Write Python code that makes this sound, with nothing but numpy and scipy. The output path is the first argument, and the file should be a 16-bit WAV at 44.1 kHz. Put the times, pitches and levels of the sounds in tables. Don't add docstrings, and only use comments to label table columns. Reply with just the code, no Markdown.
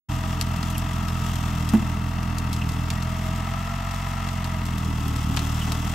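import sys
import numpy as np
from scipy import signal
from scipy.fft import rfft, irfft, next_fast_len
from scipy.io import wavfile
from scipy.ndimage import uniform_filter1d, map_coordinates

SR = 44100
rng = np.random.default_rng(int(sys.argv[2]) if len(sys.argv) > 2 else 0)


def bounce(signal):
    frames = np.transpose(np.atleast_2d(signal))
    limited = np.clip(frames, -1, 1)
    pcm = np.round(limited * 32767).astype(np.int16)
    wavfile.write(sys.argv[1], SR, pcm)


N = 261954
FREE_RATE, RATED_RATE = 48.6, 40.61


def amp(db):
    return 10 ** (np.asarray(db) / 20)


def unit(x):
    return x / np.sqrt(np.mean(x ** 2) + 1e-20)


def along(points, hz):
    pitches, values = np.transpose(points)
    return np.interp(np.log(hz + 1), np.log(pitches + 1), values)


def curve(rows):
    times, values = np.transpose(rows)
    return np.interp(np.arange(N) / SR, times, values)


def wobble(rate):
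    return map_coordinates(rng.standard_normal(int(N * rate / SR) + 4), [np.arange(N) * rate / SR])


def coloured(x, level_db):
    n = x.shape[-1]
    m = 2 * next_fast_len(n // 2 + 4096)
    cepstrum = irfft(np.log(amp(level_db(np.fft.rfftfreq(m, 1 / SR)))))
    cepstrum[1:m // 2] *= 2
    cepstrum[m // 2 + 1:] = 0
    return irfft(rfft(x, m) * np.exp(rfft(cepstrum)))[..., :n]


def spread(pair):
    # frequency in Hz, how alike the sides are from 0 to 1.
    alike = [(60, 0.28), (130, .995), (290, 0.85), (640, 0.79), (1200, 0.19), (2200, 0.92), (4000, 0.47),
             (7000, 0.42), (14000, 0.19)]
    angle = np.arccos(np.clip(along(alike, np.fft.rfftfreq(N, 1 / SR)), 0, .999)) / 2
    mid, side = irfft(rfft(pair) * [np.cos(angle), np.sin(angle)], N)
    return unit(np.array([mid + side, mid - side]))


def add(track, start, sound):
    part = track[..., round(start * SR):][..., :sound.shape[-1]]
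    part += sound[..., :part.shape[-1]]


def throb(firings, depth, lead):
    return 1 + depth * np.cos(2 * np.pi * (firings + lead))


def governor(rate):
    fuel = np.maximum(FREE_RATE - rate, .5) / (FREE_RATE - RATED_RATE)
    return 0.87 * 20 * np.log10(fuel)


def exhaust(firings, load_db):
    # pitch as a multiple of the firing rate, base level in dB.
    tones = [(1, -31), (2, -30.5), (3, -33), (3.5, -87), (4, -33), (4.5, -55), (5, -39), (6, -48), (7, -45),
             (10, -67)]
    # frequency in Hz, relative level of the rumble in dB.
    rumble_colour = [(20, -46), (38, -2.5), (70, -4), (110, -1), (165, 0.5), (230, -4), (300, -10),
                     (380, -23.5), (450, -14), (540, -38), (900, -40.5)]
    note = np.zeros(N)
    for multiple, db in tones:
        db_per_load = np.interp(multiple, [0.79, 1.7, 5.1, 6], [-0.29, 0.49, 0.77, 2.2])
        flutter_db = 0.2 * np.sqrt(multiple / 2) * wobble(15)
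        angle = 2 * np.pi * multiple * firings - 0.036 * multiple ** 2
        echo = .45 * np.cos(angle - 2 * np.pi * multiple * .6)
        note += np.sqrt(2) * amp(db + db_per_load * load_db + flutter_db) * (np.cos(angle) + echo)
    gas = rng.standard_normal((2, N)) * throb(firings, depth=0.27, lead=0.29)
    rumble = spread(coloured(gas, lambda hz: along(rumble_colour, hz)))
    return note + amp(-35 + 0.73 * load_db) * rumble


def casing(hz):
    # frequency in Hz, relative level in dB.
    block = [(250, -38.5), (420, -15), (560, -12.5), (650, -4), (800, -3), (1000, 1.5), (1300, -0.5),
             (1480, -8), (1950, -5), (2700, -10), (3400, -16.5), (4300, -17), (8000, -28), (12000, -47)]
    # a panel's pitch in Hz, width in Hz, boost or cut in dB.
    panels = [(668, 57, 3.5), (800, 36, 6), (960, 99, 2), (1308, 200, 5), (1580, 120, -2), (1960, 390, 1.5),
              (2337, 52, -28), (2693, 260, 7)]
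    panels_db = sum(db / (1 + (2 * (hz - centre) / width) ** 2) for centre, width, db in panels)
    return along(block, hz) + panels_db


def clatter(firings, colour, cycle_firings=3, knocks_per_firing=12):
    count = cycle_firings * knocks_per_firing
    places = (np.arange(count) + rng.uniform(-.5, 0.4934, count)) / knocks_per_firing
    pattern = throb(places, depth=0.38, lead=0.21) * amp(2.04 * rng.standard_normal(count))
    cycles = np.arange(-cycle_firings, firings[-1], cycle_firings)[:, None]
    at = np.interp((cycles + places).ravel(), firings, np.arange(N), left=-N, right=-N)
    at += SR * 3e-5 * rng.standard_normal(len(at))
    blows = (pattern * amp(2.85 * rng.standard_normal((len(cycles), count)))).ravel()
    inside = (at > 0) & (at < N - 1)
    knocks = np.bincount(np.round(at[inside]).astype(int), blows[inside], N)
    t = np.arange(SR // 30) / SR
    spectrum = rfft(rng.standard_normal((2, len(t))) * amp(-60 * t / 0.033))
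    smear = irfft(spectrum / np.abs(spectrum))
    rattle = unit(signal.fftconvolve(knocks[None], smear, axes=1)[:, :N])
    rush = rng.standard_normal((2, N)) * throb(firings, depth=0.08, lead=0.24)
    return spread(coloured(rattle + amp(-6) * rush, colour))


def gears(firings, rate):
    # teeth per firing, housing note in Hz, its width in Hz, base level on that note in dB.
    wheels = [(15, 647, 52, -48.5), (30, 1346, 60, -49)]
    out = np.zeros(N)
    for teeth, ring_hz, width_hz, db in wheels:
        ring = 1 / (1 + (2 * (teeth * rate - ring_hz) / width_hz) ** 2)
        level = amp(db + 3 * wobble(24.96) + 2 * wobble(3.92))
        out += ring * level * np.sin(2 * np.pi * teeth * firings + 0.33 * wobble(50))
    return out


def brush(firings):
    # frequency in Hz, relative level in dB.
    colour = [(1500, -13.5), (2600, 0.5), (3300, 10), (4400, -4.5), (5200, 2.5), (7900, 0.5), (9900, -9.5),
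              (11600, -3.5), (13500, -5), (15500, -10)]
    clumps = wobble(16)
    breaks = rng.random(N) < 260 / SR * amp(6 * clumps)
    twigs = breaks * amp(np.minimum(4.6 * rng.exponential(size=N), 15))
    t = np.arange(SR // 60) / SR
    tick = rng.standard_normal((2, len(t))) * amp(-60 * t / 0.01)
    crackle = signal.fftconvolve(twigs[None], tick, axes=1)[:, :N]
    hiss = rng.standard_normal((2, N)) * throb(firings, depth=0.42, lead=0.25) * amp(0.53 * clumps)
    return spread(coloured(hiss + amp(-4.5) * unit(crackle), lambda hz: along(colour, hz)))


def earth(load_db):
    # frequency in Hz, relative level in dB.
    colour = [(120, -13.5), (190, -1.5), (270, 1), (350, -7), (450, -17), (560, -27), (740, -10.5),
              (1000, -13.5), (1500, -31), (3000, -46)]
    grind = spread(coloured(rng.standard_normal((2, N)), lambda hz: along(colour, hz)))
    lumps_db = 2.5 * wobble(20)
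    return amp(-44 + 1.7 * load_db + lumps_db) * grind


def snap(db, bright_db, fade_s, bright_from_hz=830):
    # frequency in Hz, relative level in dB.
    colour = [(300, -24), (1000, -13.5), (2600, -3), (4200, 0.5), (5500, -2.5), (8300, -2.5), (10000, -12),
              (11600, -4), (13500, -14), (15500, -21)]
    t = np.arange(SR // 8) / SR
    grain = rng.standard_normal(len(t)) + 0.95 * rng.standard_normal((2, len(t)))
    fibres = unit(uniform_filter1d(rng.exponential(size=len(t)) ** 2, size=30))
    splinters = amp(-21 + 0.53 * db - 60 * t / .07) * fibres
    burst = grain * (amp(db - 60 * t / fade_s) + splinters)
    crack = coloured(
        burst, lambda hz: along(colour, hz) + bright_db * np.log2(np.maximum(hz / bright_from_hz, 1)))
    return amp(db) * crack / crack[:, :130].std()


def snaps(sticks_per_s=2):
    # start in seconds, level in dB, treble boost in dB per octave, seconds to fade by 60 dB.
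    branches = [(0.412, -21, -1.5, 0.01), (0.6291, -29.5, -6.5, 0.011), (0.702, -36.5, 5, .01),
                (0.7804, -27.5, 5, 0.0072), (1.084, -33.5, -3.5, .008), (1.356, -34.5, -0.5, 0.027),
                (1.690, -29.5, 0.5, 0.016), (2.384, -30, 2.5, .008), (2.5297, -29.5, -0.5, .007),
                (2.690, -34.5, 1, 0.034), (2.9031, -25.5, -2.5, 0.0092), (3.024, -35.5, -1, .015),
                (4.289, -35, -5, .006), (4.4436, -33, -2.5, 0.0071), (4.782, -35.5, 3, 0.008),
                (5.081, -35.5, 4, .008), (5.162, -35.5, 1, .008), (5.365, -30, 2, 0.009),
                (5.3712, -21, -9, 0.025), (5.392, -28.5, -3.5, 0.012), (5.72, -26, -1, .012)]
    out = np.zeros((2, N))
    for start, db, bright_db, fade_s in branches:
        add(out, start, snap(db, bright_db, fade_s))
    for place, softer_db in rng.random((round(sticks_per_s * N / SR), 2)):
        add(out, place * N / SR, snap(-37.5 - softer_db, bright_db=0, fade_s=.008))
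    return out


def trees(sound):
    t = np.arange(SR // 2) / SR
    tail = rng.standard_normal((2, len(t))) * amp(-60 * t / .5) * (1 - np.exp(-t / 0.077))
    return signal.fftconvolve(sound, tail / np.linalg.norm(tail[0]), axes=1)[:, :N]


def slip(length_s, start_hz, end_hz, rough):
    n = int(length_s * SR)
    scatter = unit(uniform_filter1d(rng.standard_normal(n), size=40))
    hz = np.linspace(start_hz, end_hz, n) * (1 + rough * scatter)
    return np.hanning(n) * np.sin(2 * np.pi * np.cumsum(hz) / SR)


def squeaks(scrape_hz=1345, scrape_fall=0.0726):
    # start in seconds, length in seconds, first pitch in Hz, last pitch in Hz, peak in dB.
    limbs = [(0.737, 0.037, 3000, 2550, -35), (2.606, 0.031, 2830, 2680, -31),
             (2.956, 0.049, 1866, 1930, -36), (5.602, 0.038, 3450, 2690, -33)]
    out = np.zeros(N)
    for start, length_s, start_hz, end_hz, db in limbs:
        add(out, start, amp(db) * slip(length_s, start_hz, end_hz, rough=.075))
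    for start in np.arange(0.93, 1.2, .088):
        add(out, start, amp(-37.5) * slip(0.116, scrape_hz, scrape_hz * (1 - scrape_fall), rough=0.032))
    return out


def booms():
    # start in seconds, level of the boom in dB, level of the knock in dB.
    hits = [(1.7347, 2, -22), (1.82, -18, -37)]
    # a pitch of the bucket in Hz, relative level in dB, seconds to fade by 60 dB.
    bucket_notes = [(219, 2, 0.11), (198, -20, 0.049), (258, -11.5, 0.099), (335, -19, 0.18),
                    (483, -22, 0.035), (653, -19, 0.055), (833, -34, 0.12)]
    knock_colour = [(150, 8), (700, 11), (1600, -1), (5000, -16)]
    out, t = np.zeros(N), np.arange(SR // 2) / SR
    ring = sum(amp(db - 60 * t / fade_s) * np.sin(2 * np.pi * hz * t) for hz, db, fade_s in bucket_notes)
    swell = 1 - np.exp(-t / .013)
    for start, boom_db, knock_db in hits:
        knock = unit(coloured(rng.standard_normal(len(t)), lambda hz: along(knock_colour, hz)))
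        add(out, start, amp(boom_db) * ring * swell + amp(knock_db - 60 * t / 0.079) * knock)
    return out


def pump(firings, rate, lift_start_s=2.96, lift_end_s=4.85, ramp_s=0.12):
    # frequency in Hz, relative level of the rattle in dB.
    colour = [(1000, -17.5), (1600, -10), (1850, 3.5), (2150, 8.5), (2450, -10), (2900, -4), (3400, -4),
              (4500, -24.5)]
    t = np.arange(N) / SR
    lift = np.clip(np.minimum(t - lift_start_s, lift_end_s - t) / ramp_s, 0, 1)
    rattle = clatter(firings, lambda hz: along(colour, hz))
    return amp(-50) * lift * rattle + amp(5 * lift) * gears(firings, rate)


def scene():
    # time in seconds, engine firings a second.
    speed = [(0.1, 42.79), (0.3, 43.09), (0.52, 41.92), (0.82, 43.17), (1.2, 42.27), (1.72, 40.73),
             (2.25, 42.31), (2.68, 40.36), (3.05, 42.58), (3.35, 43.07), (3.75, 45.78), (4.15, 45.19),
             (4.52, 42.99), (4.85, 40.12), (5.2, 38.26), (5.94, 40.85)]
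    # time in seconds, base level of the rustling brush in dB.
    rustle = [(0.27, -47), (0.36, -47.5), (1.49, -44), (2.02, -50.5), (3.3, -47.5), (4.31, -47.5),
              (4.74, -49.5), (5.12, -46), (5.51, -42.5), (5.94, -43.5)]
    rate, rustle_db = curve(speed), curve(rustle)
    firings = np.cumsum(rate * (1 + .0015 * wobble(30))) / SR
    firings -= firings[round(0.1 * SR)]
    load_db = governor(rate)
    away_db = 0.37 * (np.arange(N) - N / 2) / SR
    push_db = rustle_db - rustle_db.mean()
    clatter_db = -36.5 + 0.17 * (rate - RATED_RATE) + 0.19 * push_db
    engine = exhaust(firings, load_db - away_db)
    engine += amp(clatter_db) * clatter(firings, casing)
    engine += pump(firings, rate)
    ground = amp(rustle_db + 2.5) * brush(firings) + earth(load_db)
    wood = booms() + squeaks() + snaps()
    return engine + ground + wood + amp(-22) * trees(wood)


def record(dry, start_s=0.086, top_hz=15700):
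    # frequency in Hz, how much louder the left is than the right in dB.
    lean = [(50, -1.1), (150, -0.1), (270, -3.5), (450, 4.5), (740, 2.5), (1200, 5), (2000, 0), (3300, 0),
            (5300, 9.5), (8500, 0.5), (14000, 1)]
    m = next_fast_len(N + 8192)
    hz = np.fft.rfftfreq(m, 1 / SR)
    microphones = amp(np.outer([.5, -.5], along(lean, hz)))
    fade_in = np.clip((np.arange(N) / SR - start_s) / .01, 0, 1)
    return irfft(rfft(dry * fade_in, m) * microphones * (hz < top_hz), m)[:, :N]


dry = scene()
out = record(dry)
bounce(out)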